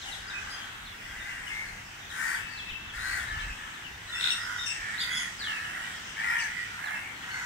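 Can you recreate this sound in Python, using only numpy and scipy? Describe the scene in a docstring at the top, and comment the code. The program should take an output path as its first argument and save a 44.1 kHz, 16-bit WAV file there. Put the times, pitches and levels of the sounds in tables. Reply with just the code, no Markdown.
"""Crows caw all round among trees at dawn: hoarse overtones through a throat resonance, plus rasp.
Songbirds slide, whistle, trill and chirp in near-sine tones above a far murmuring flock.
Trunks and leaves scatter every call. A light breeze thuds on two microphones a hand apart;
far traffic rumbles with a faint mains hum."""
import sys
import numpy as np
from scipy import signal
from scipy.fft import rfft, irfft
from scipy.io import wavfile
from scipy.ndimage import uniform_filter1d

SR = 44100
rng = np.random.default_rng(int(sys.argv[2]) if len(sys.argv) > 2 else 0)


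def wav_record(signal):
    """Record a signal, one row per channel, as 16-bit PCM in the file named by sys.argv[1]."""
    frames = np.transpose(np.atleast_2d(signal))
    bounded = np.clip(frames, -1, 1)
    # unit amplitude maps onto the largest positive 16-bit level
    quanta = np.round(bounded * 32767).astype(np.int16)
    wavfile.write(sys.argv[1], SR, quanta)


N = 328545


def caw(start_s, peak_s, end_s, level_db, throat_hz, pitch_hz, low_db, rasp_db):
    """Hoarse harmonics through a throat resonance; each cycle gates a rasp, and both rattle unevenly."""
    sag, jitter, roughness = .13, .015, .6
    throat_width_hz, rasp_hz = 530, (4500, 9500)
    rattle_hz, rattle_depth = 95, .4
    rise_db, fall_db = 11.5, 9.5
    t = np.arange(start_s, end_s, 1 / SR)
    n = len(t)
    hz = pitch_hz * (1 - sag * np.abs(np.linspace(-1, 1, n)) ** 3)
    phase = 2 * np.pi * np.cumsum(hz * (1 + jitter * walk(89.86, n))) / SR
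    order = np.arange(2, 8)[:, None]
    gain = 1 / (1 + ((order * hz - throat_hz) / throat_width_hz) ** 2) ** 2
    gain = gain / np.sqrt(np.sum(gain ** 2, axis=0)) + undb(low_db) * (order == 2)
    voice = sum(g * hoarse(k * phase, roughness, 430) for k, g in zip(order[:, 0], gain))
    rattle_phase = 2 * np.pi * np.cumsum(rattle_hz * (1 + .1972 * walk(25, n))) / SR
    rattle = 1 + rattle_depth * np.cos(rattle_phase)
    rasp = band(rng.standard_normal(n) * (1 + np.cos(phase)), *rasp_hz, order=1)
    from_peak = np.interp(t, [start_s, peak_s, end_s], [-1, 0, 1])
    effort_db = -np.where(from_peak < 0, rise_db, fall_db) * np.abs(from_peak) ** 1.73
    sound = undb(effort_db) * unit(voice) + undb(rasp_db + .92 * effort_db) * unit(rasp)
    return undb(level_db) * sound * rattle * signal.windows.tukey(n, .15)


def crows():
    """Caws from both sides, some overlapping."""
    # caws: start/s, peak/s, end/s, level/dB, throat/Hz, pitch/Hz, added 2nd harmonic/dB, rasp/dB, L-R/dB
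    caws = [(0.0, 0.092, .22, -48.5, 1960, 408, -6, -6, 8),
            (0.201, 0.337, .74, -43, 1590, 399.6, -24, -33, 3),
            (0.982, 1.34, 1.45, -41, 1820, 397.7, -23, -19.5, 3),
            (1.402, 1.474, 1.82, -43.5, 1940, 441.4, -13.5, -14, 4.5),
            (2.081, 2.257, 2.43, -36, 1650, 389.3, -33, -11.5, 3),
            (2.143, 2.28, 2.4, -34, 1870, 469.7, -18, -13.5, 6),
            (2.378, 2.432, 2.6, -43, 1770, 453.4, -31, -36, 4),
            (2.918, 3.13, 3.27, -34, 1730, 385.6, -24, -13, 4),
            (3.219, 3.327, 3.54, -38, 1720, 436.2, -22, -23.5, 2),
            (3.551, 3.616, 3.86, -45, 1630, 442, -19, -23, 2.5),
            (4.063, 4.262, 4.45, -37.5, 1690, 498.4, -44, -15.5, -4),
            (4.333, 4.49, 4.7, -37.5, 1610, 487.5, -48, -17, -4.5),
            (4.666, 4.912, 5.0, -37.5, 1850, 451.6, -31, -26, -2),
            (4.88, 5.147, 5.31, -35, 1870, 503, -27, -17.5, -5.5),
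            (5.377, 5.48, 5.74, -36.5, 1715, 442, -26, -17.5, -3),
            (5.639, 5.785, 6.02, -39.5, 1750, 379.3, -18.5, -15.5, -3),
            (6.152, 6.307, 6.49, -29.5, 1890, 472.2, -17.5, -20.5, 2.5),
            (6.419, 6.55, 6.7, -37.5, 1960, 484.8, -42, -23, -3.5),
            (6.641, 6.793, 6.82, -42.5, 1630, 499.4, -28, -15, 0.5),
            (6.782, 6.894, 7.02, -36, 1780, 425.3, -13.5, -18, -4),
            (6.962, 7.01, 7.14, -44, 2080, 366.6, -20, -15.5, 2),
            (7.202, 7.386, 7.5, -36.5, 1750, 505.7, -29, -20, -0.5)]
    out = np.zeros((2, N))
    for start_s, *voice, pan_db in caws:
        place(out, start_s, caw(start_s, *voice), pan_db)
    return out


def bird_tone(hz, overtone_db, roughness, taper=.45):
    """A near sine, two weaker, hoarser overtones and breath hissing past the beak."""
    breath_db, breath_hz = -19.5, (2800, 11500)
    n = len(hz)
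    phase = 2 * np.pi * np.cumsum(hz * (1 + .0054 * walk(152, n))) / SR
    tone = hoarse(phase, roughness, 300 + 250 * roughness)
    tone += undb(overtone_db) * hoarse(2 * phase, 1.4 * roughness, 700)
    rolloff = np.clip(1 - (3 * hz / 14000) ** 6, 0, 1)
    tone += undb(overtone_db - 5) * rolloff * hoarse(3 * phase, 1.6 * roughness, 900)
    tone += undb(breath_db) * roughness * unit(band(rng.standard_normal(n), *breath_hz))
    return np.sqrt(2) * tone * signal.windows.tukey(n, taper)


def whistles_and_caw_overtones():
    """Songbird whistles, plus hoarse ringing overtones of crow caws; sliding or held."""
    # sliding tones: t/s, length/s, start/Hz, end/Hz, level/dB, overtone/dB, roughness, L-R/dB
    slides = [(0.05, 0.064, 3180, 2650, -45.5, -24, 0.5, 4), (0.272, 0.022, 4340, 4900, -47, -21, .3, -1),
              (1.005, 0.073, 3230, 3450, -59, -30, 0.6, 4),
              (1.46, 0.064, 3095, 2350, -43.5, -15, 0.23, 4.5),
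              (2.924, 0.053, 3100, 3460, -56.5, -26, .3, 5), (2.969, .23, 3720, 4350, -46.5, -28, 1.07, 4),
              (3.395, 0.064, 3650, 3970, -50.5, -14, 0.9, 3), (4.118, 0.052, 3660, 3465, -38, -22, 0, 2),
              (4.297, 0.045, 2790, 2730, -35.5, -3, 0.54, 4.5),
              (4.397, 0.088, 5050, 5100, -48, -32, 0.53, 5),
              (4.574, 0.094, 3710, 3616, -38.5, -22, 0.33, 3.5),
              (4.56, 0.12, 5540, 5360, -50, -32, 0.46, 9), (4.652, 0.085, 2775, 2617, -36, -3.5, 0.41, 6),
              (4.973, 0.065, 3360, 4640, -36.5, -34, 0.5, 3.5),
              (4.99, 0.063, 3720, 3444, -35, -17, 1.8, -1), (5.095, .105, 3280, 3370, -36, -11, .4, 0),
              (5.956, 0.037, 5500, 4830, -55, -26, .6, 11), (5.156, 0.09, 3360, 3250, -42, -3, 0.99, 6.5),
              (6.378, .06, 3200, 1950, -38, -5, 0.3, 2), (6.84, 0.075, 4500, 2700, -49, -26, .3, 0),
              (7.04, 0.1, 2235, 2130, -50, -30, 0.43, 9), (7.222, 0.039, 3520, 2080, -56, -26, 0.55, 23)]
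    # held tones: t/s, length/s, f/Hz, level/dB, overtone/dB, roughness, L-R/dB
    held = [(.33, 0.072, 2526, -44.5, -30, 0.24, -8.5), (0.495, 0.066, 4950, -43.5, -16, 0.42, 2.5),
            (0.502, 0.18, 3225, -48, -15, 0.97, 3), (0.525, 0.038, 6360, -58, -32, .9, 8),
            (0.67, 0.1, 2640, -55.5, -22, 0.3, 2), (.97, .12, 2840, -53.5, -30, 0.67, 0.5),
            (1.07, .06, 3400, -61, -25, .6, 4), (1.265, 0.048, 4500, -57, -30, 0.5, 3),
            (1.257, 0.15, 2770, -50.5, -15, 0.2, -4.5), (1.48, 0.2, 2127, -40.5, -24, 0.35, 5),
            (2.253, 0.14, 4710, -52, -33, 1.07, 2), (2.399, 0.099, 2615, -48, -25, .1, 3),
            (2.477, 0.093, 4590, -59, -26, 0.74, 18), (2.5, 0.16, 2644, -46.5, -34, 0.04, 2.5),
            (2.664, 0.05, 2635, -46, -37, 0.3, 13), (2.725, 0.075, 2650, -44.5, -36, 0, 12),
            (2.802, 0.18, 2634, -54, -30, 0.04, 7.5), (3.489, 0.061, 2600, -44, -16, 0.5, 2),
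            (4.07, 0.042, 3980, -49.5, -26, 0.4, 15), (4.144, 0.078, 2670, -42, -8, 0.35, 10.5),
            (4.65, 0.026, 6040, -41, -17, 0.75, 2), (5.14, 0.065, 5050, -42, -22, 1.5, 2.5),
            (5.546, 0.052, 2566, -41.5, -28, 0.01, -0.5), (5.799, .073, 2880, -49.5, -26, 0.63, 7),
            (6.06, 0.068, 2795, -53.5, -9, 0.47, 15), (6.274, 0.082, 5180, -51.5, -30, 0.5, 6),
            (6.345, 0.031, 3190, -48, -26, 0.9, 12), (6.383, 0.091, 6100, -50.5, -30, 0.8, 11),
            (6.388, 0.041, 4630, -54, -30, .6, 4), (6.64, .03, 3030, -53, -26, .4, 7),
            (6.939, 0.068, 2654, -49.5, -15, 0.4, 17), (7.287, 0.043, 2930, -54, -30, 0.44, 18),
            (7.302, 0.085, 4340, -50.5, -40, 0.38, 2)]
    out = np.zeros((2, N))
    for t, length_s, start_hz, end_hz, level_db, overtone_db, roughness, pan_db in slides:
        middle_hz = start_hz + (end_hz - start_hz) * (.94 if end_hz > start_hz else .5)  # rises arch
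        hz = glide(length_s, start_hz, middle_hz, end_hz)
        place(out, t, undb(level_db) * bird_tone(hz, overtone_db, roughness), pan_db)
    for t, length_s, pitch_hz, level_db, overtone_db, roughness, pan_db in held:
        hz = np.full(int(length_s * SR), pitch_hz)
        place(out, t, undb(level_db) * bird_tone(hz, overtone_db, roughness), pan_db)
    return out


def trill():
    """A wide vibrato crosses the throat resonance twice a turn; a trunk echoes it from the right."""
    start_s, length_s, echo_s, pan_db = 4.195, .117, .015, 9
    centre_hz, swing_hz, rate_hz = 3300, 1100, 31.7
    throat_hz, throat_width_hz, ring_width_hz = 3680, 280, 150
    drone_hz, drone_db = 2660, -45  # a second, hoarse voice
    turn = 2 * np.pi * rate_hz * np.arange(0, length_s, 1 / SR) - .4
    hz = centre_hz + swing_hz * np.sin(turn)
    throat_gain = .07 + 1 / (1 + ((hz - throat_hz) / throat_width_hz) ** 2)
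    effort_db = -30.5 - 2 * np.cos(turn) - 6 * np.exp(-turn / 4)  # soft start, harder on each fall
    song = undb(effort_db) * throat_gain * bird_tone(hz, overtone_db=-17, roughness=.1, taper=.1)
    ring = band(song, throat_hz - ring_width_hz / 2, throat_hz + ring_width_hz / 2, order=1)
    song += undb(3) * ring
    drone = undb(drone_db) * bird_tone(np.full(len(hz), drone_hz), overtone_db=-7, roughness=2)
    out = np.zeros((2, N))
    place(out, start_s, song + drone, pan_db)
    place(out, start_s + echo_s, undb(-5) * song / np.sqrt(throat_gain) + drone, -pan_db)
    return out


def chirps():
    """Chirps fall and level off towards a resting pitch; the voice thins at the top."""
    # falling chirps: t/s, length/s, start/Hz, end/Hz, level/dB, L-R/dB
    falls = [(.01, 0.041, 4500, 3180, -42, 3), (0.11, 0.052, 4430, 3150, -39.5, 3),
             (0.299, 0.02, 3910, 3560, -40.5, 3), (.85, .055, 4600, 3250, -48, 0),
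             (.912, .02, 3600, 3300, -49, 0), (1.188, .05, 3800, 3550, -51, 3.5),
             (2.098, 0.029, 4140, 3060, -48.5, 16), (2.345, 0.065, 4000, 2590, -44.5, 3.5),
             (2.568, 0.044, 4500, 3120, -41.5, 1), (2.69, 0.041, 4400, 2710, -41, -1),
             (2.86, 0.03, 3900, 3500, -55, 3), (2.896, 0.022, 3620, 3020, -43.5, 1),
             (3.049, 0.087, 4180, 2530, -51, 10), (3.196, .018, 3860, 3170, -44.5, 5),
             (3.275, .05, 4300, 3500, -50, 3), (3.308, 0.091, 3340, 2650, -43.5, 3),
             (3.382, 0.075, 4010, 2565, -41.5, 2.5), (3.838, 0.042, 3280, 2650, -42, 4),
             (5.369, 0.19, 5810, 2644, -37, 3.5), (5.621, .11, 3130, 2590, -44, 5),
             (5.92, 0.044, 3370, 3160, -48, 7)]
    rest_hz, thin_above_hz, thin_db_per_khz = 2500, 4200, 4
    out = np.zeros((2, N))
    for t, length_s, start_hz, end_hz, level_db, pan_db in falls:
        middle_hz = rest_hz + np.sqrt((start_hz - rest_hz) * (end_hz - rest_hz))
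        hz = glide(length_s, start_hz, middle_hz, end_hz)
        thin_db = thin_db_per_khz * np.maximum(hz - thin_above_hz, 0) / 1000
        place(out, t, undb(level_db - thin_db) * bird_tone(hz, overtone_db=-27, roughness=.2), pan_db)
    return out


def far_chirps():
    """Faint falling chirps at random times and bearings."""
    count, lo_hz, hi_hz = 300, 2700, 5200
    out = np.zeros((2, N))
    for when, height, fall, length, distance, bearing in rng.random((count, 6)):
        top_hz = lo_hz + height ** 3 * (hi_hz - lo_hz)
        hz = glide(.028 + .08 * length, top_hz, top_hz * (1 - .37 * fall), top_hz * (1 - .286 * fall))
        chirp = undb(-56.5 - 4.4 * distance) * bird_tone(hz, overtone_db=-22, roughness=.35)
        place(out, when * (N / SR), chirp, pan_db=8 * (bearing - .5))
    return out


def tree_scatter(calls):
    """Reflections off trunks and leaves: a decaying haze, different at each microphone."""
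    t60_s, onset_s, wet_db = .33, .0074, -2.5
    t = np.arange(int(t60_s * SR)) / SR
    haze = rng.standard_normal((2, len(t))) * undb(-60 * t / t60_s) * (1 - np.exp(-t / onset_s))
    haze /= np.sqrt(np.sum(haze ** 2, axis=1, keepdims=True))
    return undb(wet_db) * signal.fftconvolve(calls, haze, axes=1)[:, :N]


def flock_murmur():
    """Far flock, leaves and microphone hiss: third-octave bands swell together and flicker alone."""
    # noise spectrum: f/Hz, relative density/dB
    spectrum = [(35, -75), (60, -8.5), (183, -3.5), (585, -9.5), (792, -2), (1200, -0.5), (1420, 4),
                (1910, 5), (2360, -2), (3120, 0), (4320, -9.5), (5800, -7), (8090, -11), (9300, -21),
                (14500, -21), (15500, -19.5)]
    # treble of the flock: t/s, gain/dB
    treble = [(0, 1.5), (.7, -2.5), (1.0, -4), (1.3, -0.5), (1.7, -2), (1.95, -1.5), (2.3, -0.5),
              (2.8, -2.5), (3.3, 0.5), (4.0, -2), (4.4, 6.5), (4.85, 2), (5.5, 1), (6.05, 1), (6.4, 1),
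              (6.7, -0.5), (7.1, -3.5), (7.45, 3.5)]
    level_db, alike_below_hz = -43, 288
    hz = np.maximum(np.fft.rfftfreq(N, 1 / SR), 1)
    knot_hz, knot_db = np.transpose(spectrum)
    colour = undb(np.interp(np.log(hz), np.log(knot_hz), knot_db))
    apart = hz ** 2 / (hz ** 2 + alike_below_hz ** 2)
    mid, side = rfft(rng.standard_normal((2, N))) * colour * np.sqrt([2 - apart, apart])
    stereo = np.array([mid + side, mid - side])
    swell_db, treble_db = .7 * walk(2.95, N), curve(treble)
    out = np.zeros((2, N))
    for octave in np.arange(5, 14.5, 1 / 3):  # log2(f/Hz)
        share = np.clip(1 - 3 * np.abs(np.log2(hz) - octave), 0, 1)
        in_bird_range = 11.6 < octave < 13.2
        flicker_db = (2.1 if in_bird_range else 1.2) * walk(6, N)
        out += irfft(stereo * share, N) * undb(swell_db + flicker_db + in_bird_range * treble_db)
    return unit(out) * undb(level_db)


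def wind():
    """Gusts thud on the housing, almost the same in both microphones."""
    # gusts: t/s, level/dB
    gusts = [(0.0, -58), (0.44, -51.5), (0.58, -65), (1.06, -50.5), (2.2, -63), (2.68, -55), (2.72, -42),
             (2.77, -53.5), (3.5, -40.5), (3.65, -57.5), (7.18, -65.5), (7.45, -61)]
    mid, side = band(rng.standard_normal((2, N)), 24.6, 74) * undb(3 * walk(28, N))
    return (unit(mid) + undb(-18) * unit(side) * np.array([[1], [-1]])) * undb(curve(gusts))


def town():
    """Far traffic rumble and faint mains hum, nearly alike in both microphones."""
    # traffic: t/s, level/dB
    traffic = [(0.0, -58.5), (0.33, -58.5), (2.45, -57.5), (7.32, -55), (7.45, -58)]
    hum_hz, hum_db = 100, -61
    mid, side = band(rng.standard_normal((2, N)), 45, 223)
    rumble = unit(mid + undb(-39) * side * np.array([[1], [-1]])) * undb(curve(traffic))
    hum = undb(hum_db + 4.1 * walk(16, N)) * np.sin(2 * np.pi * hum_hz * np.arange(N) / SR)
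    return rumble + hum


def hoarse(phase, roughness, rate_hz):
    """A partial with a share of its power (roughness, capped at 1) shaken into noisy sidebands."""
    share = np.clip(roughness, 0, 1)
    shake = (walk(rate_hz, len(phase)) + 1j * walk(rate_hz, len(phase))) / np.sqrt(2)
    return np.imag((np.sqrt(1 - share) + np.sqrt(share) * shake) * np.exp(1j * phase))


def glide(length_s, start_hz, middle_hz, end_hz):
    """Pitch through three points: a power curve if they fall in turn, else a parabola."""
    u = np.linspace(0, 1, int(length_s * SR))
    if start_hz > middle_hz > end_hz:
        bend = np.log2((start_hz - end_hz) / (middle_hz - end_hz))
        return end_hz + (start_hz - end_hz) * (1 - u) ** bend
    return np.polyval(np.polyfit([0, .5, 1], [start_hz, middle_hz, end_hz], 2), u)


def place(out, start_s, sound, pan_db):
    """Mix a sound in; the nearer microphone hears it louder and earlier."""
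    spacing_s = .0006  # travel time between the microphones
    lead_s = spacing_s * np.tanh(pan_db / 2) / 2
    for mic, side in enumerate((1, -1)):
        i = max(int((start_s - side * lead_s) * SR), 0)
        out[mic, i:i + len(sound)] += undb(side * pan_db / 2) * sound[:N - i]


def walk(rate_hz, size):
    """Random levels joined by ramps, RMS 1."""
    hold = max(int(SR / rate_hz), 2)
    steps = np.repeat(rng.standard_normal(size // hold + 1), hold)
    return unit(uniform_filter1d(steps, hold)[:size])


def curve(points):
    return np.interp(np.arange(N) / SR, *np.transpose(points))


def band(x, lo_hz, hi_hz, order=2):
    return signal.sosfilt(signal.butter(order, [lo_hz, hi_hz], "bandpass", fs=SR, output="sos"), x)


def undb(db):
    return 10 ** (np.asarray(db) / 20)


def unit(x):
    return x / np.sqrt(np.mean(x ** 2))


def scene():
    """Direct and scattered calls over flock, wind and town."""
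    calls = crows() + whistles_and_caw_overtones() + far_chirps()
    near = trill()
    hidden = chirps()  # behind leaves: less direct sound, a larger share of scatter
    direct = calls + near + undb(-3) * hidden
    scatter = tree_scatter(calls + undb(-1) * near + undb(-.5) * hidden)
    return direct + scatter + flock_murmur() + wind() + town()


def record(dry):
    """Left microphone: ringing sound hole, dull top. Right: shaded by the housing. Both low-passed."""
    port_hz, port_db = (7750, 8550), 5
    dull_hz, dull_db = (10000, .45 * SR), -4
    shade_hz, shade_db = (7100, 9000), -12
    cutoff_hz = 15650
    left, right = dry
    ring = (undb(port_db) - 1) * band(left, *port_hz, order=1)
    dulling = (undb(dull_db) - 1) * band(left, *dull_hz)
    shade = (undb(shade_db) - 1) * band(right, *shade_hz, order=1)
    lowpass = signal.ellip(10, .2, 80, cutoff_hz, fs=SR, output="sos")
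    return signal.sosfilt(lowpass, np.array([left + ring + dulling, right + shade]))


dry = scene()
out = record(dry)
wav_record(out)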